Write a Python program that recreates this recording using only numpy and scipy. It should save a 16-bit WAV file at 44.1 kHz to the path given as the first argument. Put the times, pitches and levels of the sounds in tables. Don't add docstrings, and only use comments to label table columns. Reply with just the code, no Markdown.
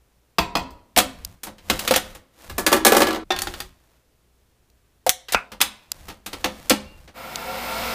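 import sys
import numpy as np
from scipy import signal
from scipy.fft import rfft, irfft, next_fast_len
from scipy.io import wavfile
from scipy.ndimage import map_coordinates

SR = 44100
rng = np.random.default_rng(int(sys.argv[2]) if len(sys.argv) > 2 else 0)


def wav_out(sig):
    wavfile.write(sys.argv[1], SR, np.round(np.clip(np.atleast_2d(sig).T, -1, 1) * 32767).astype(np.int16))


N = 350453

# low edge in Hz, high edge in Hz.
CONTACT_BANDS_HZ = [(1200, 4500), (205, 400), (420, 1200), (4500, 15500)]
# start in seconds, then clack, low body and bright tick in relative dB.
LID_BLOWS = [(0.9624, -9, -27, -6.5), (0.974, -8, -14, 4.5), (0.9853, -3, -17, 6),
             (1.4327, -28.5, -40.5, -14), (1.4671, -32.5, -34, -26), (1.581, -43, -57, -43),
             (1.6986, -5.5, -16.5, -2.5), (1.7911, -19.5, -36.5, -10), (1.8759, -9.5, -30, -5),
             (1.9086, -11, -15.5, -3.5), (1.938, -7.5, -35, -7), (1.9594, -7.5, -25.5, 1.5),
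             (2.1484, -37.5, -43.5, -28.5), (5.5174, -31.5, -38, -30), (5.604, -15.5, -28, -15),
             (5.6131, -2.5, -32, 5.5), (6.0831, -31, -36.5, -26.5), (6.0994, -34.5, -44, -34),
             (6.261, -25, -35.5, -16.5), (6.33, -23.5, -32, -22.5), (6.4423, -9.5, -18.5, -10.5),
             (6.696, -10.5, -40, 4.5), (6.7044, -3.5, -13, -14), (7.076, -40.5, -47, -47)]
BIN_BLOWS = [(2.4964, -27.5, -37, -35.5), (2.5805, -16, -20.5, -17.5), (2.6641, -4, -15.5, -9.5),
             (2.7172, -18.5, -14.5, -20), (2.7268, -3.5, -11.5, -10.5), (2.7635, -19, -22.5, -26),
             (2.8488, -3.5, -11, -4.5), (2.8654, -1, -10, -5), (2.92, -7, -8, -13),
             (2.948, -11.5, -16.5, -20), (2.9664, -7.5, -10.5, -10), (3.0034, -11, -14, -18),
             (3.0175, -4.5, -13, -16)]
BIN_ROCKING = [(3.0686, -14, -21, -26)]
HOLDER_BLOWS = [(5.0645, -13.5, -13.5, -12.5), (5.0932, 18, -41, 23), (5.097, -8.5, -38, -4),
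                (5.284, -21.5, -36.5, -33.5), (5.322, -12.5, -21, -10), (5.334, -7.5, -38, -17),
                (5.3458, 4, 4, -14)]
CHINA_BLOWS = [(3.3052, -11, -18, -23)]
JOSTLE_BLOWS = [(3.3194, -11, -26, -30), (3.3629, -15, -39, -31), (3.3884, -13.5, -46, -20),
                (3.419, -15, -31, -15.5), (3.471, -14, -25.5, -31.5), (3.5389, -20, -38, -36),
                (3.603, -16.5, -36.5, -24.5)]
GLASS_BLOWS = [(0.384, -8, -15, -17.5), (0.389, -8.5, -19, -18.5), (0.553, -8.5, -16.5, -21),
               (0.5694, -15.5, -27, -24), (0.706, -47, -52, -42.5)]
CLOSE_TICKS = [(1.2485, -21.5, -58.5, -27.5), (4.7, -50, -85, -67), (5.9174, -8, -37, -21.5),
               (7.3575, -8.5, -41, -26.5)]
# pitch in Hz, relative level in dB, t60 in seconds.
LID_MODES = [(211, -1.5, 0.41), (223, -4, 0.16), (280.5, 0.5, 0.19), (315.6, -5.5, 0.29), (516, -1.5, 0.22),
             (586, -10, .3), (732.5, -6.5, 0.11), (893.4, -6, 0.15), (1240, -14.5, 0.16), (1337, -12, 0.2),
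             (2354, -26.5, 0.15), (2620, -24.5, 0.25), (3770, -24, 0.16)]
HOUSING_MODES = [(219, -1.5, 0.096), (266, 2.5, 0.13), (311.5, -1, 0.14)]
CHAMBER_MODES = [(517.3, 4, 0.095), (690, 2.5, 0.051), (742, -4.5, 0.17), (848, -4, .06)]
BIN_MODES = [(232.6, -8, 0.32), (322, 0.5, 1), (370, 5, 0.13), (370.5, 4.5, .25), (567, 9, 0.16),
             (734, -10.5, 0.55), (811, -3.5, 0.25), (940, -16, 0.22), (1172, 4.5, 0.2), (1281, -11, 0.18),
             (1346, -6, 0.4), (1527, -7, 0.24), (1690, -4, 0.33), (1710, 0, .2), (1898, -14.5, .25),
             (2200, -18, 0.49), (2450, -12.5, .3), (2950, -20.5, .4)]
CHINA_MODES = [(362, 2.5, 0.17), (660, -23, 0.078), (774, 3, 0.095), (1060, -17, 0.65), (1266, -7, 0.12),
               (1620, -15.5, 0.52), (1830, -15, 0.34), (2680, -6, 0.07), (3540, -2, 0.21), (3740, -4, .1),
               (5700, -4, 0.093), (6000, -5, 0.097)]
CAPSULE_MODES = [(370, 3, 0.2), (794, 5.5, 0.079), (1340, 5.5, 0.014), (1843, -5, 0.045), (2540, -24, 0.06),
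                 (3470, -14, .1), (4560, -7.5, 0.094)]
GLASS_MODES = [(158, -4.5, 0.25), (680, 4.5, 0.1), (716, -6, 0.27), (880, -16, 0.4), (913, -4, .22),
               (965, -10, 0.51), (1020, -17, 0.33), (1032, -10, 0.34), (1128, 7, 0.039), (2490, -17, .27),
               (2622, -21.5, .35), (2670, -10.5, 0.085), (3480, -17.5, 0.22), (3310, -10.5, 0.12),
               (4400, -20.5, 0.22), (4530, -15, .18), (5000, 0.5, 0.053), (6610, -30.5, .24),
               (7610, -16.5, 0.23), (10910, -23.5, 0.18), (11400, -20.5, 0.14), (14530, -8.5, 0.14)]
# start in seconds, relative level in dB.
LOCK_THUMPS = [(6.449, -32), (6.708, -16.5)]
# start in seconds, lowest mode and upper modes in relative dB.
CHAMBER_KNOCKS = [(.970, -34, -10), (1.876, -29, -46), (1.909, -11, -18), (1.961, -19, -19),
                  (5.0645, -17, -13), (6.448, -57, -24.5), (6.705, -18, -34)]
# time in seconds, level in dB.
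SQUEAK_CURVE = [(6.80, -110), (6.86, -51), (6.948, -57), (6.991, -60)]
# start and end in seconds, rub in dB, rumble in relative dB.
STROKES = [(1.03, 1.318, -55, -45), (1.73, 1.766, -36.5, -34), (1.838, 1.958, -34, -40),
           (2.0, 2.113, -46.5, -44), (2.42, 2.48, -47.5, -63), (2.517, 2.65, -55, -38.5),
           (3.388, 3.615, -43, -55), (3.68, 3.97, -66.5, -82), (4.05, 4.946, -90.5, -69.5),
           (5.75, 5.884, -62.5, -63.5), (5.952, 6.114, -51, -47), (6.343, 6.675, -48, -48),
           (6.806, 7.06, -58.5, -48)]
# centre in Hz, width in Hz, gain in dB.
CASING_RESONANCES = [(521, 14, 6.5), (551, 15, 0), (677, 12, 7), (737, 5.3, 21.5), (878, 41, 4),
                     (1070, 14, -13), (1374, 52, 3), (2222, 24, 2), (2685, 13, 15)]
# cycles per turn, relative level in dB.
IMBALANCE_ORDERS = [(3, -27), (4, -24), (5, -15), (12, -14.5)]
# pitch in Hz, level in dB.
MAINS_HUM = [(59.3, -71), (118.6, -75)]
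# frequency in Hz, relative level in dB.
WHIRR_COLOUR = [(100, -40), (230, 0), (330, -19), (410, -16), (510, 1.5), (750, -4.5), (1050, 0.5),
                (1170, -4), (1370, 1), (1560, -9.5), (2200, -2.5), (3000, -16), (4800, -13), (7000, -18)]
HISS_COLOUR = [(2350, -0.5), (4000, -2), (4540, -4), (5160, -2), (5670, -8.5), (6580, -9.5), (12400, -11),
               (14100, -3.5), (15000, -11)]
HOLDER_COLOUR = [(300, -21), (600, -18), (850, -3.5), (1250, 6), (1500, 9), (1800, -2), (2600, 7.5),
                 (3000, -28), (6000, -40), (15000, -39)]
RUB_COLOUR = [(120, -43), (200, -3.5), (370, -0.5), (419, -59.5), (467, 0.5), (761, -3), (1570, -7.5),
              (15000, -17.5)]
RUMBLE_COLOUR = [(20, -4), (38, -2), (60, -3), (80, -1.5), (120, -14), (180, -11.5), (300, -38.5)]
ECHO_COLOUR = [(60, -0.5), (150, 9), (300, -1.5), (700, 0.5), (2000, -3.5), (6000, -2.5), (15000, -0.5)]
AIR_COLOUR = [(25, -17.5), (64, -6), (90, -21.5), (125, -19), (300, -23.5), (420, -22.5), (850, -29.5),
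              (2000, -33.5), (5000, -37.5), (15000, -40.5)]
# frequency in Hz, t60 in seconds.
ECHO_T60 = [(60, 1), (200, 0.71), (600, 0.62), (3000, 0.51), (8000, 0.29), (15000, 0.1)]

MOTOR_START_S, MOTOR_ATTACK_S = 7.137, 0.036
START_SPEED_HZ, SPIN_UP_HZ_PER_S, TOP_SPEED_HZ = 23.3, 34, 47.34
WHIRR_POWER, HISS_POWER = 2.44, 2.26
STROKE_SWELL_DB_PER_S, STROKE_FADE_DB_PER_S = 218.5, 201
SHAKE_RISE_S, SHAKE_FOLLOWS = 0.012, 0.34


def lid(echo):
    blows = rebounding(LID_BLOWS, gap_s=0.011, loss_db=8, dulling_db=5.5, count=1)
    hits = impacts(blows, thud_db=-6.5, contact_s=0.039, softening=0.18)
    return struck(hits, LID_MODES, echo, bands_db=[-3, 2.5, -1, -11.5], bass_hold=0.025,
                  rise_s=0.0012, ring_db=-6.5, room_db=-10.5, detune=0.011)


def lock():
    out = np.zeros(N)
    thump = sum((-1) ** k * ring for k, ring in enumerate(short_rings(HOUSING_MODES)))
    for start_s, db in LOCK_THUMPS:
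        add(out, start_s, from_db(db) * thump)
    return out


def chamber(echo):
    out = np.zeros(N)
    lowest, *others = short_rings(CHAMBER_MODES)
    upper = sum((-1) ** k * ring for k, ring in enumerate(others))
    for start_s, lowest_db, upper_db in CHAMBER_KNOCKS:
        add(out, start_s, from_db(lowest_db) * lowest - from_db(upper_db) * upper)
    return in_room(out, echo, room_db=-23.5)


def rotor(turns, spread_db=4, roughness=0.35):
    orders = np.arange(1, 129)
    strengths = from_db(spread_db * rng.standard_normal(len(orders)).clip(-2, 1.5))
    cycles = np.outer(np.arange(1024) / 1024, orders) + rng.random(len(orders))
    one_turn = np.sin(2 * np.pi * cycles) @ strengths
    bumps = map_coordinates(one_turn, [turns % 1 * len(one_turn)], order=1, mode="grid-wrap")
    return rms_one(bumps) + roughness * rng.standard_normal(N)


def motor(echo, wobble=0.0011):
    t = seconds(N)
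    running_s = np.maximum(t - MOTOR_START_S, 0)
    speed = np.minimum(START_SPEED_HZ + SPIN_UP_HZ_PER_S * running_s, TOP_SPEED_HZ)
    unsteady = 1 + wobble * rms_one(band(rng.standard_normal(N), 12, 40))
    turns = np.cumsum(speed * unsteady) / SR
    shake = rotor(turns)
    casing = shake + sum(from_db(db) * resonance(shake, hz, width) for hz, width, db in CASING_RESONANCES)
    whirr = from_db(2) * coloured(in_room(casing, echo, room_db=-5), WHIRR_COLOUR)
    imbalance = sum(from_db(db) * np.sin(2 * np.pi * order * turns) for order, db in IMBALANCE_ORDERS)
    hum = from_db(-14) * np.sin(2 * np.pi * MAINS_HUM[0][0] * t)
    drive = from_db(-27.5) * (speed / TOP_SPEED_HZ) ** WHIRR_POWER
    hiss = from_db(-31) * (speed / TOP_SPEED_HZ) ** HISS_POWER * noise(HISS_COLOUR)
    return (drive * (whirr + imbalance + hum) + hiss) * np.minimum(running_s / MOTOR_ATTACK_S, 1)


def spent_capsule(echo):
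    bounces = rebounding(BIN_BLOWS, gap_s=0.01, loss_db=9.5, dulling_db=-1.5, count=2)
    rocking = rebounding(BIN_ROCKING, gap_s=0.019, loss_db=2, dulling_db=0.5, count=5)
    hits = impacts(bounces + rocking, thud_db=-0.5, contact_s=0.046, softening=0.12)
    clatter = struck(hits, BIN_MODES, echo, bands_db=[-5.5, 0, 1, 1], bass_hold=0.2,
                     rise_s=0.0011, ring_db=-15.5, room_db=-8.5, detune=0.005)
    thin_walls = signal.butter(4, 220, "high", fs=SR, output="sos")
    abrupt_stop = from_db(np.interp(seconds(N), [3.235, 3.25], [0, -35]))
    return signal.sosfilt(thin_walls, clatter) * abrupt_stop


def fresh_capsule(echo, seating_s=5.346):
    hits = impacts(HOLDER_BLOWS, thud_db=-25, contact_s=0.026, softening=0.78)
    cracks = contacts(hits, bands_db=[-11, 2.5, -7.5, -9.5], bass_hold=0.093, rise_s=0.00043)
    out = in_room(cracks, echo, room_db=-19)
    add(out, seating_s, from_db(-17) * noise(HOLDER_COLOUR)[:SR] * dying(seconds(SR), t60=0.19))
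    return out


def china_bowl(echo):
    hits = impacts(CHINA_BLOWS, thud_db=-1.5, contact_s=0.047, softening=0.088)
    return struck(hits, CHINA_MODES, echo, bands_db=[-8.5, -13, 0.5, -11], bass_hold=0.21,
                  rise_s=0.00028, ring_db=-3.5, room_db=-8, detune=0.00052)


def jostling_capsules(echo):
    blows = rebounding(JOSTLE_BLOWS, gap_s=0.015, loss_db=11.5, dulling_db=5.5, count=1)
    hits = impacts(blows, thud_db=-5, contact_s=0.03, softening=0.21)
    return struck(hits, CAPSULE_MODES, echo, bands_db=[-9.5, -2, -11.5, 0], bass_hold=0.31,
                  rise_s=0.00022, ring_db=-6.5, room_db=-11.5, detune=0.03)


def glass(echo):
    hits = impacts(GLASS_BLOWS, thud_db=-4.5, contact_s=0.028, softening=0.055)
    return struck(hits, GLASS_MODES, echo, bands_db=[-5, 1, 2, -5.5], bass_hold=0.27,
                  rise_s=0.0005, ring_db=-7, room_db=-6.5, detune=0.0022)


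def close_ticks():
    hits = impacts(CLOSE_TICKS, thud_db=-13.5, contact_s=0.0098, softening=0.08)
    ticks = contacts(hits, bands_db=[-13.5, 4, 6.5, 12], bass_hold=0.21, rise_s=0.00059)
    return ticks + from_db(8) * resonance(ticks, hz=4800, width_hz=1300)


def hand_pressure():
    t, gains = seconds(N), np.zeros((2, N))
    for start_s, end_s, *levels_db in STROKES:
        drop_db = np.maximum(STROKE_SWELL_DB_PER_S * (start_s - t), STROKE_FADE_DB_PER_S * (t - end_s))
        gains = np.maximum(gains, np.outer(from_db(levels_db), from_db(-drop_db.clip(0, 200))))
    return gains


def rubbing(press, grain_db=4.5):
    slips = rng.standard_normal(N) * from_db(grain_db * rng.exponential(1, N).clip(0, 6))
    return press * coloured(slips, RUB_COLOUR)


def squeak(hz=2770, width_hz=35):
    level_db = np.interp(seconds(N), *np.transpose(SQUEAK_CURVE), left=-200, right=-200)
    note = resonance(rng.standard_normal(N), hz, width_hz)
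    return from_db(level_db) * rms_one(resonance(note, hz, width_hz))


def shaking(blows, level_db, t60):
    power, t = np.zeros(N), seconds(SR)
    swell = (1 - np.exp(-t / SHAKE_RISE_S)) * dying(t, t60)
    for start_s, _, body_db, _ in blows:
        add(power, start_s, (from_db(level_db + SHAKE_FOLLOWS * body_db) * swell) ** 2)
    return power


def counter_rumble(push):
    power = (push ** 2 + shaking(GLASS_BLOWS, level_db=-22, t60=0.34)
             + shaking(LID_BLOWS, level_db=-30.5, t60=0.3)
             + shaking(BIN_BLOWS, level_db=-37.5, t60=1.0)
             + shaking(JOSTLE_BLOWS, level_db=-26, t60=0.39)
             + shaking(HOLDER_BLOWS, level_db=-30, t60=0.15))
    return np.sqrt(power) * band(noise(RUMBLE_COLOUR), 14, 380)


def kitchen_echo(build_s=0.0059, early_db=8, early_t60=0.15):
    t, out = seconds(SR), 0
    octaves_hz = 40 * 2. ** np.arange(10)
    for low_hz, high_hz in zip(octaves_hz, octaves_hz[1:]):
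        hz = np.sqrt(low_hz * high_hz)
        decay = dying(t, at_hz(ECHO_T60, hz)) + from_db(early_db) * dying(t, early_t60)
        reflections = band(rng.standard_normal(SR), low_hz, high_hz)
        out = out + reflections * from_db(at_hz(ECHO_COLOUR, hz)) * decay
    out = out * (1 - np.exp(-t / build_s))
    return out / np.linalg.norm(out)


def room_tone(air_db=-63):
    hum = sum(np.sqrt(2) * from_db(db) * np.sin(2 * np.pi * hz * seconds(N)) for hz, db in MAINS_HUM)
    return hum + from_db(air_db) * noise(AIR_COLOUR)


def rebounding(blows, gap_s, loss_db, dulling_db, count):
    rows = []
    uneven = rng.uniform(0.65, 1.35, (len(blows), count))
    for (start_s, clack_db, body_db, tick_db), gaps in zip(blows, uneven):
        for k, delay_s in enumerate(np.cumsum([0, *gaps]) * gap_s):
            rows.append((start_s + delay_s, clack_db - k * loss_db,
                         body_db - k * (loss_db - dulling_db), tick_db - k * (loss_db + dulling_db)))
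    return rows


def impacts(blows, thud_db, contact_s, softening):
    return [(start_s, clack_db, body_db + thud_db, body_db, tick_db,
             contact_s * from_db(-softening * clack_db)) for start_s, clack_db, body_db, tick_db in blows]


def contacts(hits, bands_db, bass_hold, rise_s):
    out, t = np.zeros(N), seconds(SR // 8)
    hits = np.array(hits)
    white = rng.standard_normal((len(hits), len(CONTACT_BANDS_HZ), len(t)))
    for k, (low_hz, high_hz) in enumerate(CONTACT_BANDS_HZ):
        t60 = hits[:, -1:] * (CONTACT_BANDS_HZ[0][0] / low_hz) ** bass_hold
        shape = dying(t, t60) * (1 - np.exp(-t / rise_s))
        cracks = band(white[:, k] * shape, low_hz, high_hz)
        cracks *= (np.linalg.norm(shape, axis=1) / np.linalg.norm(cracks, axis=1))[:, None]
        for hit, crack in zip(hits, cracks):
            add(out, hit[0], from_db(hit[1 + k] + bands_db[k]) * crack)
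    return out


def ringing(hits, modes, detune, scatter_db=1):
    out, t = np.zeros(N), seconds(SR // 2)
    hz, mode_db, t60 = np.transpose(modes)
    decays = dying(t, t60[:, None])
    centres_hz = np.sqrt(np.prod(CONTACT_BANDS_HZ, axis=1))
    for start_s, *levels_db, _ in hits:
        scatter, polarity, shift = rng.standard_normal((3, len(hz)))
        strength = from_db(at_hz(zip(centres_hz, levels_db), hz) + mode_db + scatter_db * scatter)
        phase = np.outer(2 * np.pi * hz * (1 + detune * shift), t)
        add(out, start_s, (np.sign(polarity) * strength) @ (np.sin(phase) * decays))
    return out


def struck(hits, modes, echo, bands_db, bass_hold, rise_s, ring_db, room_db, detune):
    cracks = contacts(hits, bands_db, bass_hold, rise_s)
    return in_room(cracks, echo, room_db) + from_db(ring_db) * ringing(hits, modes, detune)


def short_rings(modes):
    t = seconds(SR // 4)
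    return [from_db(db) * np.sin(2 * np.pi * hz * t) * dying(t, t60) for hz, db, t60 in modes]


def in_room(direct, echo, room_db):
    return direct + from_db(room_db) * signal.oaconvolve(direct, echo)[:N]


def from_db(db):
    return 10 ** (np.asarray(db) / 20)


def rms_one(x):
    return x / np.sqrt(np.mean(x ** 2) + 1e-20)


def seconds(size):
    return np.arange(size) / SR


def dying(t, t60):
    return np.exp(-np.log(1000) * t / np.maximum(t60, 1e-3))


def at_hz(points, hz):
    points_hz, values = np.transpose(sorted(points))
    return np.interp(np.log(np.maximum(hz, 1)), np.log(points_hz), values)


def band(x, low_hz, high_hz):
    edges_hz = [low_hz, min(high_hz, 0.45 * SR)]
    return signal.sosfilt(signal.butter(2, edges_hz, "band", fs=SR, output="sos"), x)


def coloured(x, colour):
    size = next_fast_len(N, True)
    gains = from_db(at_hz(colour, np.fft.rfftfreq(size, 1 / SR)))
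    return rms_one(irfft(rfft(x, size) * gains, size)[:N])


def noise(colour):
    return coloured(rng.standard_normal(N), colour)


def resonance(x, hz, width_hz):
    r = np.exp(-np.pi * width_hz / SR)
    feedback = [1, -2 * r * np.cos(2 * np.pi * hz / SR), r * r]
    return signal.lfilter(np.array([1, 0, -1]) * (1 - r * r) / 2, feedback, x)


def add(out, start_s, sound):
    start = int(start_s * SR)
    out[start:start + len(sound)] += sound[:N - start]


def scene():
    echo = kitchen_echo()
    housing = lid(echo) + lock() + chamber(echo)
    capsules = spent_capsule(echo) + china_bowl(echo) + jostling_capsules(echo) + fresh_capsule(echo)
    press, push = hand_pressure()
    handling = glass(echo) + close_ticks() + rubbing(press) + squeak() + counter_rumble(push)
    return (housing + capsules + handling + motor(echo) + room_tone())[None]


def record(dry, cutoff_hz=15200):
    rounded = dry / (1 + dry ** 4) ** 0.25
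    return signal.sosfilt(signal.ellip(10, 0.2, 70, cutoff_hz, fs=SR, output="sos"), rounded)


dry = scene()
out = record(dry)
wav_out(out)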